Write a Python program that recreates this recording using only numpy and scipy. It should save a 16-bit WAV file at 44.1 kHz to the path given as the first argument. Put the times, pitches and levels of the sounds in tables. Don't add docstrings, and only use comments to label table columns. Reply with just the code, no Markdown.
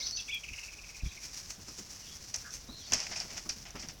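import sys
import numpy as np
from scipy import signal
from scipy.fft import rfft, irfft
from scipy.io import wavfile

SR = 44100
rng = np.random.default_rng(int(sys.argv[2]) if len(sys.argv) > 2 else 0)


def generate_wav(sig):
    pcm = np.round(np.clip(np.atleast_2d(sig).T, -1, 1) * 32767).astype(np.int16)
    wavfile.write(sys.argv[1], SR, pcm)


N = 176400
TIME = np.arange(N) / SR


def from_db(db):
    return 10 ** (np.asarray(db) / 20)


def rms_one(x):
    return x / np.sqrt(np.mean(x ** 2) + 1e-20)


def response(colour, size=8192):
    hz, db = np.transpose(colour)
    grid = np.maximum(np.arange(size // 2 + 1) * SR / size, 1)
    gain = from_db(np.interp(np.log(grid), np.log(hz), db))
    cepstrum = irfft(np.log(gain))
    cepstrum[1:size // 2] *= 2
    cepstrum[size // 2 + 1:] = 0
    ring = irfft(np.exp(rfft(cepstrum)))
    return ring / np.sqrt(np.sum(ring ** 2))


def coloured(x, colour):
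    return signal.fftconvolve(x, response(colour))[:N]


def shifted(colour, ratio):
    return [(hz * ratio, db) for hz, db in colour]


def swells(rows):
    power = np.zeros(N)
    for time, rise, fade, db in rows:
        away = np.maximum((time - TIME) / rise, (TIME - time) / fade)
        near = away < 4
        power[near] += from_db(db - 20 * away[near]) ** 2
    return np.sqrt(power)


def wander(hz):
    lowpass = signal.butter(2, hz, fs=SR, output="sos")
    return rms_one(signal.sosfilt(lowpass, rng.standard_normal(N)))


def unsteady(curve, flicker_db=2.5, flicker_hz=20):
    flicker = flicker_db * np.clip(wander(flicker_hz), -2, 2)
    return from_db(np.interp(TIME, *np.transpose(curve)) + flicker)


def grains(per_s=5000, spread_db=2.5):
    sizes = from_db(spread_db * np.minimum(rng.exponential(1, N), 5))
    return rms_one(sizes * rng.choice([-1, 1], N) * (rng.random(N) < per_s / SR))


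def scatter(x, t60_s):
    echoes = (grains(per_s=1200, spread_db=1.5) * from_db(-60 * TIME / t60_s))[:SR]
    return signal.fftconvolve(x, echoes / np.sqrt(np.sum(echoes ** 2)))[:N]


def whistles(notes, waver, skew=1, taper=0.45):
    out = np.zeros(N)
    wobble = 1 + waver * wander(hz=256)
    for time, length, first, middle, last, db in notes:
        progress = np.linspace(0, 1, int(length * SR)) ** skew
        span = int(time * SR) + np.arange(len(progress))
        arc = np.polyfit([0, .5, 1], [first, middle, last], 2)
        hz = np.polyval(arc, progress) * wobble[span]
        envelope = from_db(db) * np.abs(np.sin(np.pi * progress)) ** taper
        out[span] += envelope * np.sqrt(2) * np.sin(2 * np.pi * np.cumsum(hz) / SR)
    return out


# (frequency [Hz], level [dB])
AIR_COLOUR = [(20, -14), (45, 8.5), (70, -5), (200, -18.5), (700, -16), (2400, -22), (3700, -18.5),
              (8500, -32.5), (17000, -37.5)]

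def background():
    return from_db(-57.5) * coloured(rng.standard_normal(N), AIR_COLOUR)


# (time [s], level [dB])
RUSTLE_LEVEL = [(.42, -52.5), (.56, -49), (.72, -51.5), (1.15, -53.5), (1.25, -48), (1.38, -45),
                (1.57, -55), (1.63, -51), (2.46, -50), (2.65, -55), (2.95, -52.5), (3.6, -52.5),
                (3.95, -58.5)]
# (time [s], rise [s], fade [s], level [dB])
SWISHES = [(1.505, 0.025, 0.062, -41), (1.788, 0.029, 0.04, -41.5), (2.555, 0.073, 0.055, -42.5)]
# (frequency [Hz], level [dB])
RUSTLE_COLOUR = [(700, -18), (2400, -9.5), (3600, -14), (4600, -4), (5800, 3.5), (7200, -8), (8500, -16.5),
                 (16000, -24.5)]

def rustle():
    bed = coloured(unsteady(RUSTLE_LEVEL) * grains(), RUSTLE_COLOUR)
    swishes = coloured(swells(SWISHES) * grains(), shifted(RUSTLE_COLOUR, 1.06))
    return bed + swishes


# (time [s], level [dB])
PATTER_LEVEL = [(1.0, -62.5), (1.7, -58), (4, -57)]
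# (frequency [Hz], level [dB])
PATTER_COLOUR = [(35, -3.5), (75, 3), (240, -5), (1200, -29)]

def herd_patter():
    return coloured(unsteady(PATTER_LEVEL) * rng.standard_normal(N), PATTER_COLOUR)


# (time [s], length [s], start [Hz], middle [Hz], end [Hz], level [dB])
OPENING_NOTES = [(0.00189, 0.0177, 3100, 2100, 2600, -48.5), (0.02, 0.038, 3400, 4250, 4450, -40.5),
                 (.065, .014, 4100, 3800, 2350, -48.5), (.06, 0.035, 5700, 6000, 5700, -49),
                 (.122, .032, 4400, 4440, 4560, -38.5), (.146, 0.035, 5830, 5950, 6200, -37.5),
                 (.163, .012, 5000, 4700, 2660, -39), (.173, 0.0373, 2950, 2620, 3000, -46.5),
                 (.186, .022, 4250, 3520, 3400, -45.5), (0.28, 0.0407, 2950, 2270, 3600, -42),
                 (0.277, 0.045, 3100, 3520, 3520, -51.5), (.32, 0.0367, 2800, 2350, 2700, -39.5),
                 (.316, 0.0606, 3280, 3365, 3120, -41), (.357, 0.0187, 2850, 2320, 2670, -41)]
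# (time [s], rise [s], fade [s], level [dB])
RASPS = [(.008, 0.05, 0.054, -36.5), (.068, 0.035, 0.058, -34), (.172, 0.01, 0.14, -41)]
# (frequency [Hz], level [dB])
RASP_COLOUR = [(2000, -23), (3600, -20), (4200, -5.5), (5200, -1), (6100, 2), (6700, -30), (9000, -36)]

def opening_twitter():
    rasp = coloured(swells(RASPS) * rng.standard_normal(N), RASP_COLOUR)
    return whistles(OPENING_NOTES, waver=.012) + rasp


# (time [s], level [dB], ring [Hz])
SNAPS = [(.110, -30.5, 5600), (.345, -44, 13700), (1.401, -46, 5200), (1.761, -47, 6100),
         (1.849, -45, 5900), (2.343, -24, 6000), (2.359, -29, 6000), (2.3625, -30.5, 6150),
         (2.506, -38.5, 5800), (2.539, -32, 5800), (2.9215, -22, 6150), (2.9345, -19, 6100),
         (2.9372, -17, 6100), (2.9435, -26, 5800), (2.9855, -31.5, 5700), (3.002, -29, 5600),
         (3.068, -36, 2300), (3.160, -35.5, 2400), (3.167, -36, 5850), (3.202, -25.5, 5440),
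         (3.378, -34, 5900), (3.4915, -28, 5700), (3.495, -31.5, 5520), (3.706, -38.5, 6100),
         (3.825, -39, 5460), (3.8865, -33, 5860)]
# (frequency [Hz], level [dB])
SNAP_COLOUR = [(900, -20), (2300, -12), (3700, -16), (4900, -0.5), (5900, 13), (8200, -17), (10200, -14),
               (16000, -31)]
STALK_HZ = 5900

def snaps(tear_s=.0025, size=2048):
    out = np.zeros(N + size)
    for time, db, hz in SNAPS:
        fibres = rng.standard_normal(size) * from_db(-20 * TIME[:size] / tear_s)
        ring = response(shifted(SNAP_COLOUR, hz / STALK_HZ))
        snap = signal.fftconvolve(fibres, ring)[:size]
        snap *= np.sqrt(tear_s * SR / 2 / np.sum(snap ** 2))
        out[int(time * SR):][:size] += from_db(db) * snap
    return out[:N] + from_db(-9) * scatter(out[:N], t60_s=.03)


# (time [s], level [dB])
TRILL_LEVEL = [(.58, -42.5), (.72, -49.5), (1.16, -50), (1.28, -59)]

def trill(start_s=.430, period_s=.04725, slowing_s=.00075, chip_s=.021):
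    arc_hz, sag_per_chip = np.array([2200, 2720, 1900]), .006
    chips = []
    for k in range(17):
        time = start_s + period_s * k + slowing_s * k ** 2 / 2
        db = np.interp(time, *np.transpose(TRILL_LEVEL))
        chips.append((time, chip_s, *(arc_hz * (1 - sag_per_chip * k)), db))
    return whistles(chips, waver=.055, skew=1.4, taper=0.81)


# (time [s], rise [s], fade [s], level [dB])
GUSTS = [(.51, 0.049, 0.088, -45), (1.045, 0.02, 0.051, -35)]
# (time [s], peak [dB])
BUMPS = [(1.024, -39), (1.034, -26), (1.061, -27), (1.070, -30)]
# (frequency [Hz], level [dB])
WIND_COLOUR = [(15, -6), (35, 0), (70, 1), (180, -15.5), (320, -26.5), (900, -70)]

def wind_puff():
    kicks = np.zeros(N)
    for k, (time, db) in enumerate(BUMPS):
        kicks[int(time * SR)] += from_db(db) * (-1) ** k
    boom = response(WIND_COLOUR)
    bumps = signal.fftconvolve(kicks, boom / np.abs(boom).max())[:N]
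    return bumps + coloured(swells(GUSTS) * rng.standard_normal(N), WIND_COLOUR)


# (start [s], end [s])
CHIRP_RUNS = [(1.041, 1.09), (2.021, 2.1), (2.801, 2.87)]
# (time [s], length [s], start [Hz], middle [Hz], end [Hz], level [dB])
HOARSE_CALL = [(2.44, 0.0384, 1616, 1614, 1530, -48.5)]
# (time [s], length [s], start [Hz], middle [Hz], end [Hz], level [dB])
FAR_NOTES = [(2.68, 0.12, 3838, 4160, 4100, -50), (2.775, 0.062, 5600, 6050, 6170, -54.5),
             (2.825, .055, 4340, 4580, 4300, -51)]

def far_song(chirp_s=0.039, chirp_hz=3360, chirp_db=-57, fall=0.132):
    starts = np.concatenate([np.arange(start, end, chirp_s) for start, end in CHIRP_RUNS])
    pitches = chirp_hz * np.exp(0.098 * rng.standard_normal(len(starts)))
    chirps = [(time, chirp_s, hz * (1 + fall), hz, hz * (1 - fall / 2), chirp_db)
              for time, hz in zip(starts, pitches)]
    return whistles(HOARSE_CALL, waver=.13) + whistles(FAR_NOTES + chirps, waver=.032)


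# (time [s], rise [s], fade [s], crackle [dB], crunch [dB])
STEPS = [(1.5058, 0.00031, 0.004, -31, -37), (1.683, 0.0044, 0.064, -44.5, -62),
         (2.342, .0026, 0.054, -35.5, -45.5), (2.923, 0.0052, 0.066, -37, -35),
         (2.935, 0.0095, 0.053, -26, -38.5), (3.008, 0.18, 0.17, -38.5, -47),
         (3.067, 0.0011, .014, -41, -46.5), (3.117, 0.014, 0.075, -38, -42),
         (3.162, 0.0089, 0.091, -35.5, -45.5), (3.206, .005, 0.061, -38.5, -43),
         (3.31, 0.057, 0.12, -44.5, -51), (3.376, 0.016, 0.043, -37, -43),
         (3.494, 0.0023, 0.05, -32.5, -45), (3.654, 0.002, 0.096, -50.5, -48.5),
         (3.756, 0.0026, 0.077, -48, -47.5), (3.796, 0.0082, .055, -40.5, -51),
         (3.83, 0.012, .07, -46.5, -50.5), (3.889, 0.0017, 0.057, -43.5, -49.5)]
# (frequency [Hz], level [dB])
CRACKLE_COLOUR = [(1000, -26.5), (2500, -10.5), (3700, -15), (4700, 1), (5500, 6), (7100, -6.5),
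                  (8500, -19.5), (16000, -49)]
# (frequency [Hz], level [dB])
CRUNCH_COLOUR = [(150, -4), (450, -0.5), (660, 9.5), (1100, 2), (2400, 9), (3700, 0.5), (6000, -42)]

def straw_steps():
    crackle = swells([(time, rise, fade, db) for time, rise, fade, db, _ in STEPS]) * grains()
    crunch = swells([(time, rise, fade, db) for time, rise, fade, _, db in STEPS]) * grains()
    return coloured(crackle, CRACKLE_COLOUR) + coloured(crunch, CRUNCH_COLOUR)


# (time [s], level [dB])
THUDS = [(1.597, -55), (1.685, -47.5), (1.79, -47.5), (2.692, -45.5), (2.925, -37), (2.954, -42.5),
         (3.10, -47.5), (3.244, -48), (3.461, -46.5), (3.755, -40), (3.84, -47)]
# (frequency [Hz], level [dB])
THUD_COLOUR = [(40, -0.5), (80, 0.5), (130, -12), (195, 3.5), (300, -2.5), (720, -14), (1300, -11.5),
               (3000, -38)]

def hoof_thuds(rise_s=0.014, fade_s=0.048):
    envelope = swells([(time, rise_s, fade_s, db) for time, db in THUDS])
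    return coloured(envelope * rng.standard_normal(N), THUD_COLOUR)


def birdsong():
    near, far = opening_twitter() + trill(), far_song()
    echoes = scatter(from_db(-4) * near + far, t60_s=0.22)
    return near + from_db(-7) * far + echoes


def scene():
    beds = background() + rustle() + herd_patter()
    return (beds + birdsong() + snaps() + wind_puff() + straw_steps() + hoof_thuds())[None]


def record(dry, cutoff_hz=17100):
    return signal.sosfilt(signal.ellip(10, .1, 70, cutoff_hz, fs=SR, output="sos"), dry)


dry = scene()
out = record(dry)
generate_wav(out)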